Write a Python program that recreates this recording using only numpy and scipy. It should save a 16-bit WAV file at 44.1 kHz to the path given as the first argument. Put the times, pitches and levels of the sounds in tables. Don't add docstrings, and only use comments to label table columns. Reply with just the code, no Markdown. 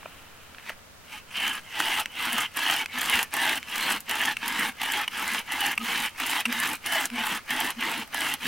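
import sys
import numpy as np
from scipy import signal
from scipy.fft import rfft, irfft
from scipy.io import wavfile
from scipy.ndimage import uniform_filter1d

SR = 44100
rng = np.random.default_rng(int(sys.argv[2]) if len(sys.argv) > 2 else 0)


def file_out(sig):
    cols = np.atleast_2d(sig).T
    lim = np.clip(cols, -1, 1)
    pcm = np.round(lim * 32767).astype(np.int16)
    wavfile.write(sys.argv[1], SR, pcm)


N = 373527
TIME = np.arange(N) / SR


def gain_of(db):
    return 10 ** (np.asarray(db) / 20)


def evened(x):
    return x / np.sqrt(np.mean(x ** 2) + 1e-20)


def read(points, hz):
    f, value = np.transpose(points)
    return np.interp(np.log(hz + 1), np.log(f + 1), value)


def add(mix, s, sound):
    part = mix[max(round(s * SR), 0):][:len(sound)]
    part += sound[:len(part)]


def wander(hz):
    f = np.fft.rfftfreq(N, 1 / SR)
    spectrum = rfft(rng.standard_normal(N)) / (1 + (f / hz) ** 4)
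    return evened(irfft(spectrum, N))


def colour(x, points, size=4096):
    hz = abs(np.fft.fftfreq(size, 1 / SR))
    log_gain = np.log(gain_of(np.maximum(read(points, hz), -100)))
    minimum_phase = np.exp(np.conj(signal.hilbert(log_gain)))
    ring = np.fft.ifft(minimum_phase).real[:size // 2]
    return signal.oaconvolve(x, ring / np.linalg.norm(ring))[:N]


def stereo(mid, side, side_points):
    hz = np.fft.rfftfreq(N, 1 / SR)
    side = irfft(rfft(side) * gain_of(read(side_points, hz)), N)
    return np.array([mid + side, mid - side])


def grains(per_s, spread_db, smooth):
    sizes = gain_of(spread_db * np.minimum(rng.exponential(1, N), 4)) * rng.choice([-1, 1], N)
    fractures = evened(sizes * (rng.random(N) < per_s / SR))
    return evened(fractures + smooth * rng.standard_normal(N))


def patches(shape, frames, bins):
    field = rng.standard_normal(shape)
    for _ in range(2):
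        field = uniform_filter1d(uniform_filter1d(field, frames, 0), bins, 1)
    return evened(field)


def crumble(decay_s, size=900):
    t = np.arange(size) / SR
    tint = gain_of(2.9 * patches((1, size // 2 + 1), frames=1, bins=size // 20)[0])
    burst = irfft(rfft(rng.standard_normal(size)) * tint, size)
    attack = 1 - np.exp(-t / 0.000094)
    burst *= attack * (np.exp(-t / decay_s) + 0.13 * np.exp(-t / 0.0075))
    return burst / np.linalg.norm(burst) * np.sqrt(.002 * SR)


# f/Hz, level/dB [per Hz]
AIR_COLOUR = [(12, 3), (20, 3), (22, -25), (79, -2), (130, -9), (168, -8.5), (301, -12.5), (388, -15.5),
              (422, -12.5), (513, -11.5), (1190, -13.5), (1330, -11.5), (2530, -17.5), (14300, -30),
              (16000, -25.5)]
# f/Hz, level/dB
AIR_SIDE = [(50, -5.5), (200, -2.5), (2000, -1.5), (6000, 1.5)]
AIR_DB = -52


def air():
    mid, side = (colour(rng.standard_normal(N), AIR_COLOUR) for _ in range(2))
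    return gain_of(AIR_DB) * stereo(mid, side, AIR_SIDE)


# t/s, level/dB
SLEEVE_LEVEL = [(0, -51.5), (.08, -50.5), (.17, -51), (.33, -55.5), (.45, -54), (.53, -55), (.6, -53),
                (.8, -67), (1.1, -75)]
# f/Hz, level/dB [per Hz]
CLOTH_COLOUR = [(150, -6), (230, 1), (380, -6), (600, -4), (1400, 1), (1900, -1), (3000, 2), (3400, -7),
                (4000, -8), (4600, -25), (8000, -15), (16000, -16)]
# t/s, relative level/dB, f/Hz
BOW_KNOCKS = [(0.03, -32, 1140), (0.0575, -25.5, 660), (.547, -31, 1620), (.584, -25.5, 1840),
              (.597, -33, 2090), (0.664, -28, 2070), (0.695, -16.5, 1880), (0.701, -27, 650),
              (0.731, -37, 1550), (.791, -41, 1540)]
# multiple of its pitch [ratio], relative level/dB
KNOCK_MODES = [(1, 2.5), (1.41, -2), (1.98, -1), (3.7, -4)]
# t/s [start], peak level/dB, f/Hz
BOARD_BUMPS = [(3.142, -40, 70)]


def handling():
    out, scuff = np.zeros(N), np.zeros(N)
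    t = np.arange(2000) / SR
    for s, db, hz in BOW_KNOCKS:
        age = t * hz / 0.85
        ring = sum(gain_of(mode_db) * np.sin(2 * np.pi * hz * k * t)
                   for k, mode_db in KNOCK_MODES if hz * k < 3500)
        add(out, s, gain_of(db) * 1.35 * age * np.exp(-age) * ring)
        add(scuff, s, gain_of(db) * crumble(decay_s=.0015))
    bump_t = t[:len(t) // 2]
    for s, db, hz in BOARD_BUMPS:
        add(out, s, gain_of(db) * signal.windows.tukey(len(bump_t)) * np.sin(2 * np.pi * hz * bump_t))
    level = gain_of(np.interp(TIME, *np.transpose(SLEEVE_LEVEL)))
    rustle = level * grains(per_s=1700, spread_db=0.5, smooth=1.2)
    spread = np.roll(rustle, round(.01 * SR))
    sleeve = stereo(colour(rustle, CLOTH_COLOUR), 0.29 * colour(spread, CLOTH_COLOUR), AIR_SIDE)
    return out + 0.12 * colour(scuff, LIGHT_COLOUR) + sleeve


# up to speed t/s, slowing down t/s, rise [dB per s], relative grinding level/dB, relative dust hiss level/dB,
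# hardest pressing t/s, swell there level/dB
STROKES = [(0.688, 0.7, 270, -37, -50.5, .7, 1), (1.126, 1.185, 157, -43, -51, 1.16, 1),
           (1.349, 1.577, 290, -37, -46, 1.45, 4), (1.792, 2.008, 159, -28.5, -39, 1.88, 1),
           (2.193, 2.443, 228, -30.5, -41.5, 2.35, 2), (2.571, 2.823, 432, -31, -42, 2.71, 6),
           (2.977, 3.222, 250, -29.5, -40, 3.15, 4.5), (3.339, 3.572, 600, -29.5, -40.5, 3.48, 4),
           (3.739, 3.963, 170, -31, -41, 3.89, 4), (4.095, 4.315, 498, -30, -42, 4.24, 3.5),
           (4.458, 4.686, 197, -32, -42.5, 4.62, 5.5), (4.816, 5.03, 298, -31, -43.5, 4.95, 3.5),
           (5.162, 5.396, 202, -33, -42.5, 5.33, 3.5), (5.521, 5.727, 212, -31, -42.5, 5.65, 5),
           (5.856, 6.062, 245, -29, -38.5, 5.96, 0.5), (6.201, 6.407, 260, -32.5, -42.5, 6.33, 6.5),
           (6.523, 6.736, 280, -30, -40.5, 6.67, 2.5), (6.862, 7.053, 400, -31.5, -41, 6.97, 5),
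           (7.17, 7.368, 258, -30.5, -42.5, 7.31, 2.5), (7.506, 7.705, 350, -30, -42, 7.64, 3),
           (7.817, 8.017, 302, -32, -43.5, 7.92, 3.5), (8.145, 8.34, 450, -31.5, -42.5, 8.26, 4),
           (8.453, 8.5, 280, -29, -39, 8.47, 1)]
# fall [dB per s], held back before it breaks loose level/dB,
# change at the first jerk level/dB, spindle turns [per s], wobble of the hiss level/dB
PULLING = (474, 0.5, -2, 13.3, -0.1)
PUSHING = (580, 3, 1.04, 13, 0.53)
SWELL_S, BREAKAWAY_S = .063, 0.013
STALL_DB, STALL_HISS_DB = -70, -67.5


def bowing():
    sawing = TIME > STROKES[2][0]
    grind, hiss = (gain_of(db) ** 2 * sawing + 1e-12 for db in (STALL_DB, STALL_HISS_DB))
    pull = np.zeros(N)
    for k, (start, end, rise, grind_db, hiss_db, hardest, swell_db) in enumerate(STROKES):
        fall, held_db, jerk_db, turns_per_s, wobble_db = PUSHING if k % 2 else PULLING
        near = slice(int(start * SR) - SR // 4, int(end * SR) + SR // 4)
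        t = TIME[near]
        shape_db = -rise * np.maximum(start - t, 0) - fall * np.maximum(t - end, 0)
        shape_db -= held_db * (t < start)
        shape_db += swell_db * np.exp(-((t - hardest) / SWELL_S) ** 2)
        shape_db += jerk_db * np.exp(-((t - start) / BREAKAWAY_S) ** 2)
        turning = np.cos(2 * np.pi * turns_per_s * (t - start))
        power = gain_of(grind_db + shape_db) ** 2
        grind[near] += power
        pull[near] += power * (1 - k % 2)
        hiss[near] += gain_of(hiss_db + shape_db + wobble_db * turning) ** 2
    return 10 * np.log10(grind), 10 * np.log10(hiss), np.clip(pull / grind, 0, 1)


# t/s, bright ring of the spindle level/dB, boom of the board level/dB
WEAR = [(.7, -5, -3), (1.3, 8, 1.5), (1.9, 3.5, 2), (3.1, 2.5, 2.5), (4.5, 1, 3.5), (5.8, 2, 3),
        (6.6, -0.5, 4), (8.1, 0.5, 7.5)]
# centre f/Hz, half width f/Hz, mean lift level/dB
RINGS = [(655, 28, 6), (874, 17.5, 5), (1274, 17, 6), (1675, 39, 4), (2060, 65, 3.5), (2215, 36, 4),
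         (2674, 38, 3), (3036, 65, 3), (3970, 220, 3)]


def shifting(mid, side, patchy_db, glide):
    hz, t, z = signal.stft(np.array([mid, side]), SR, nperseg=1024, noverlap=768)
    s, ring_db, boom_db = np.transpose(WEAR)
    shape = (len(t), len(hz))
    drift, swell = (patches((len(t), len(RINGS)), frames=14, bins=1) for _ in range(2))
    db = patches(shape, frames=7, bins=5) * patchy_db
    db += patches(shape, frames=4, bins=30) * patchy_db * .7
    for k, (centre, width, lift_db) in enumerate(RINGS):
        away = (hz - centre * (1 + glide * drift[:, [k]])) / width
        db += lift_db * (1 + 0.84 * swell[:, [k]]) * np.exp(-away ** 2)
    db += np.interp(t, s, ring_db)[:, None] * np.exp(-((hz - 2950) / 380) ** 4)
    db += np.interp(t, s, boom_db)[:, None] * np.exp(-((hz - 280) / 260) ** 2)
    return signal.istft(z * gain_of(db.T), SR, nperseg=1024, noverlap=768)[1][:, :N]


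# f/Hz, level/dB [per Hz]
PUSH_COLOUR = [(71, -76), (120, -18.5), (205, -22), (250, -8), (406, -16), (540, -20.5), (861, 1),
               (1040, -4.5), (1350, -5.5), (1860, 1), (2350, -6), (2870, -2), (3280, -4), (3750, -12),
               (6500, -22.5), (8450, -70), (14300, -120)]
PULL_COLOUR = [(71, -56), (120, -14), (168, -14.5), (226, -2.5), (367, -8), (406, -22), (457, -7),
               (587, -16), (861, 2), (1370, -0.5), (1650, 3.5), (2470, 0), (3070, 1.5), (4350, -13.5),
               (6500, -23.5), (8450, -32), (14300, -120)]
LIGHT_COLOUR = [(120, -49), (200, -3.5), (571, -20.5), (871, -2.5), (1630, -0.5), (1940, -1), (2340, 3),
                (3090, 0), (3470, -8), (6500, -15), (8450, -54), (14300, -120)]
# f/Hz, level/dB [per Hz]
DUST_COLOUR = [(2500, -25), (4500, 2), (7000, -0.5), (9500, 1), (12500, -3), (16000, -4)]
CRACK_COLOUR = [(2000, -21), (4000, -8), (7000, -2.5), (9500, 0.5), (12500, -0.5), (16000, -11.5)]
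# f/Hz, level/dB
DRILL_SIDE = [(230, -14), (500, -16), (900, -20), (1800, -25), (2400, -17.5), (3000, -19.5), (4400, -12),
              (8000, -8), (15000, -3)]
CRACKLE = 1.15


def spindle(grind_db, hiss_db, pulling):
    pressed = np.clip((grind_db + 43) / 12.45, 0, 1)
    shares = [(PUSH_COLOUR, pressed * (1 - pulling)), (PULL_COLOUR, pressed * pulling),
              (LIGHT_COLOUR, 1 - pressed)]
    catch = wander(hz=147)
    lurch_db = 0.31 * wander(hz=25.4)
    grind = gain_of(grind_db - 2.0 + 1.44 * catch + lurch_db)
    hiss = gain_of(hiss_db - 1.0 + 0.96 * catch + lurch_db)
    crackle = hiss * CRACKLE * np.clip(wander(hz=56) - .5, 0, 1.6)
    ports = []
    for _ in range(2):
        drive = grind * grains(per_s=5000, spread_db=0.5, smooth=0.88)
        wood = sum(colour(drive * np.sqrt(share), body) for body, share in shares)
        flakes = colour(crackle * grains(per_s=2200, spread_db=5.5, smooth=0.35), CRACK_COLOUR)
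        dust = colour(hiss * grains(per_s=4300, spread_db=4.5, smooth=1.4), DUST_COLOUR)
        ports.append(wood + flakes + dust)
    return stereo(*shifting(*ports, patchy_db=1.6, glide=0.034), DRILL_SIDE)


# t/s, relative crack level/dB, relative level/dB of the knock in the board
GRIT = [(1.479, -28.5, -21), (1.802, -32, -15), (2.008, -35, -42), (2.254, -30, -31), (2.381, -27.5, -14.5),
        (2.405, -30, -35), (2.563, -38, -44), (2.711, -25, -30), (3.015, -28, -20), (3.098, -22.5, -36),
        (3.156, -25, -17), (3.191, -28, -18), (3.229, -23.5, -25), (3.494, -27, -16), (3.758, -27.5, -42),
        (3.905, -34, -15), (4.005, -36, -40), (4.111, -27.5, -20), (4.48, -26, -28), (4.936, -33, -18),
        (5.346, -31, -15.5), (5.957, -38, -17.5), (6.265, -29, -27), (6.406, -28.5, -31),
        (6.526, -30.5, -17), (6.634, -30.5, -23), (6.924, -28, -32), (7.056, -21.5, -40), (7.268, -34, -20),
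        (7.705, -30, -36), (8.076, -49, -38), (8.339, -25.5, -23)]
BREAKAWAY_CRACK_DB, BREAKAWAY_KNOCK_DB = 13, 8


def grit(grind_db, hiss_db, count=210):
    at = np.linspace(STROKES[2][0], TIME[-1], count) + .03 * rng.uniform(-1, 1, count)
    crack_size_db = 12.0 * rng.random(count) ** 3.7
    knock_size_db = 9 * rng.random(count) ** 1.5
    crumb_crack_db = np.interp(at, TIME, hiss_db) + crack_size_db + 0.95
    crumb_knock_db = np.interp(at, TIME, grind_db) + knock_size_db - 10.0
    crumbs = np.transpose([at, crumb_crack_db, crumb_knock_db])
    breakaways = [(start, hiss + BREAKAWAY_CRACK_DB, grind + BREAKAWAY_KNOCK_DB)
                  for start, _, _, grind, hiss, _, _ in STROKES[5::2]]
    cracks, knocks = np.zeros((2, N)), np.zeros((2, N))
    for start, crack_db, knock_db in list(GRIT) + breakaways + list(crumbs):
        for port in range(2):
            add(cracks[port], start, gain_of(crack_db) * crumble(decay_s=0.00043))
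            add(knocks[port], start, gain_of(knock_db) * crumble(decay_s=0.0045))
    ports = [gain_of(2.5) * colour(c, CRACK_COLOUR) + gain_of(-2.0) * colour(k, PUSH_COLOUR)
             for c, k in zip(cracks, knocks)]
    return stereo(*ports, DRILL_SIDE)


# t/s, relative level/dB, f/Hz, relative length t/s
SLIPS = [(2.058, -14, 2620, 0.0029), (2.859, -20.5, 2600, 0.0059), (3.629, -21.5, 2560, 0.0021),
         (4.3678, -22.5, 2760, 0.0092), (5.078, -20.5, 2950, 0.012), (5.777, -17.5, 2710, 0.011),
         (6.4537, -17.5, 2766, 0.021), (7.1012, -25.5, 2580, 0.0042)]
# loudest t/s, relative level/dB, middle f/Hz, length t/s
HUMS = [(2.342, -43, 249, 0.095), (2.967, -39, 248, 0.085), (4.511, -43.5, 246, 0.12),
        (5.827, -32.5, 231, .1), (6.492, -27.5, 237, 0.08), (6.583, -37.5, 237, 0.1),
        (7.142, -30, 240, 0.086), (7.2, -37, 230, 0.074), (7.787, -34, 236, 0.061)]


def cord():
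    out, rasp = np.zeros(N), np.zeros(N)
    t = np.arange(2000) / SR
    for s, db, hz, length in SLIPS:
        fade = np.exp(-(t / (0.46 * length)) ** 2) + 0.068 * np.exp(-t / 0.0087)
        shape = gain_of(db) * (1 - np.exp(-t / 0.0003)) * fade
        waver = evened(uniform_filter1d(rng.standard_normal(len(t)), size=30))
        phase = 2 * np.pi * np.cumsum(hz * (1 + 0.038 * waver)) / SR
        squeak = np.sin(phase) + 0.059 * np.sin(2 * phase) + 0.13 * np.sin(3 * phase)
        wood = 0.49 * np.sin(2 * np.pi * 2310 * t) + 0.12 * np.sin(2 * np.pi * 1000 * t)
        add(out, s, shape * (squeak + wood))
        add(rasp, s, shape * rng.standard_normal(len(t)))
    for s, db, hz, length in HUMS:
        swell = signal.windows.hann(int(length * SR))
        tension = 1 + 0.033 * np.linspace(-1, 1, len(swell))
        phase = 2 * np.pi * np.cumsum(hz * tension) / SR
        hum = np.sin(phase) + 0.084 * np.sin(2 * phase)
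        add(out, s - length / 2, gain_of(db) * swell * hum)
    return out + 0.46 * colour(rasp, LIGHT_COLOUR) + 0.14 * colour(rasp, CRACK_COLOUR)


def scene():
    grind_db, hiss_db, pulling = bowing()
    drill = spindle(grind_db, hiss_db, pulling) + grit(grind_db, hiss_db) + cord()
    return air() + handling() + drill


# f/Hz, level/dB
BALANCE = [(200, 0), (4400, -.5), (8000, 0.4), (14000, -2.5)]
EDGE_HZ = 16000


def record(dry):
    tilt_db = read(BALANCE, np.fft.rfftfreq(N, 1 / SR)) / 2
    ports = irfft(rfft(dry) * gain_of([tilt_db, -tilt_db]), N)
    low_pass = signal.firwin(511, EDGE_HZ, window=("kaiser", 9), fs=SR)
    return signal.oaconvolve(ports, low_pass[None], "same")


dry = scene()
out = record(dry)
file_out(out)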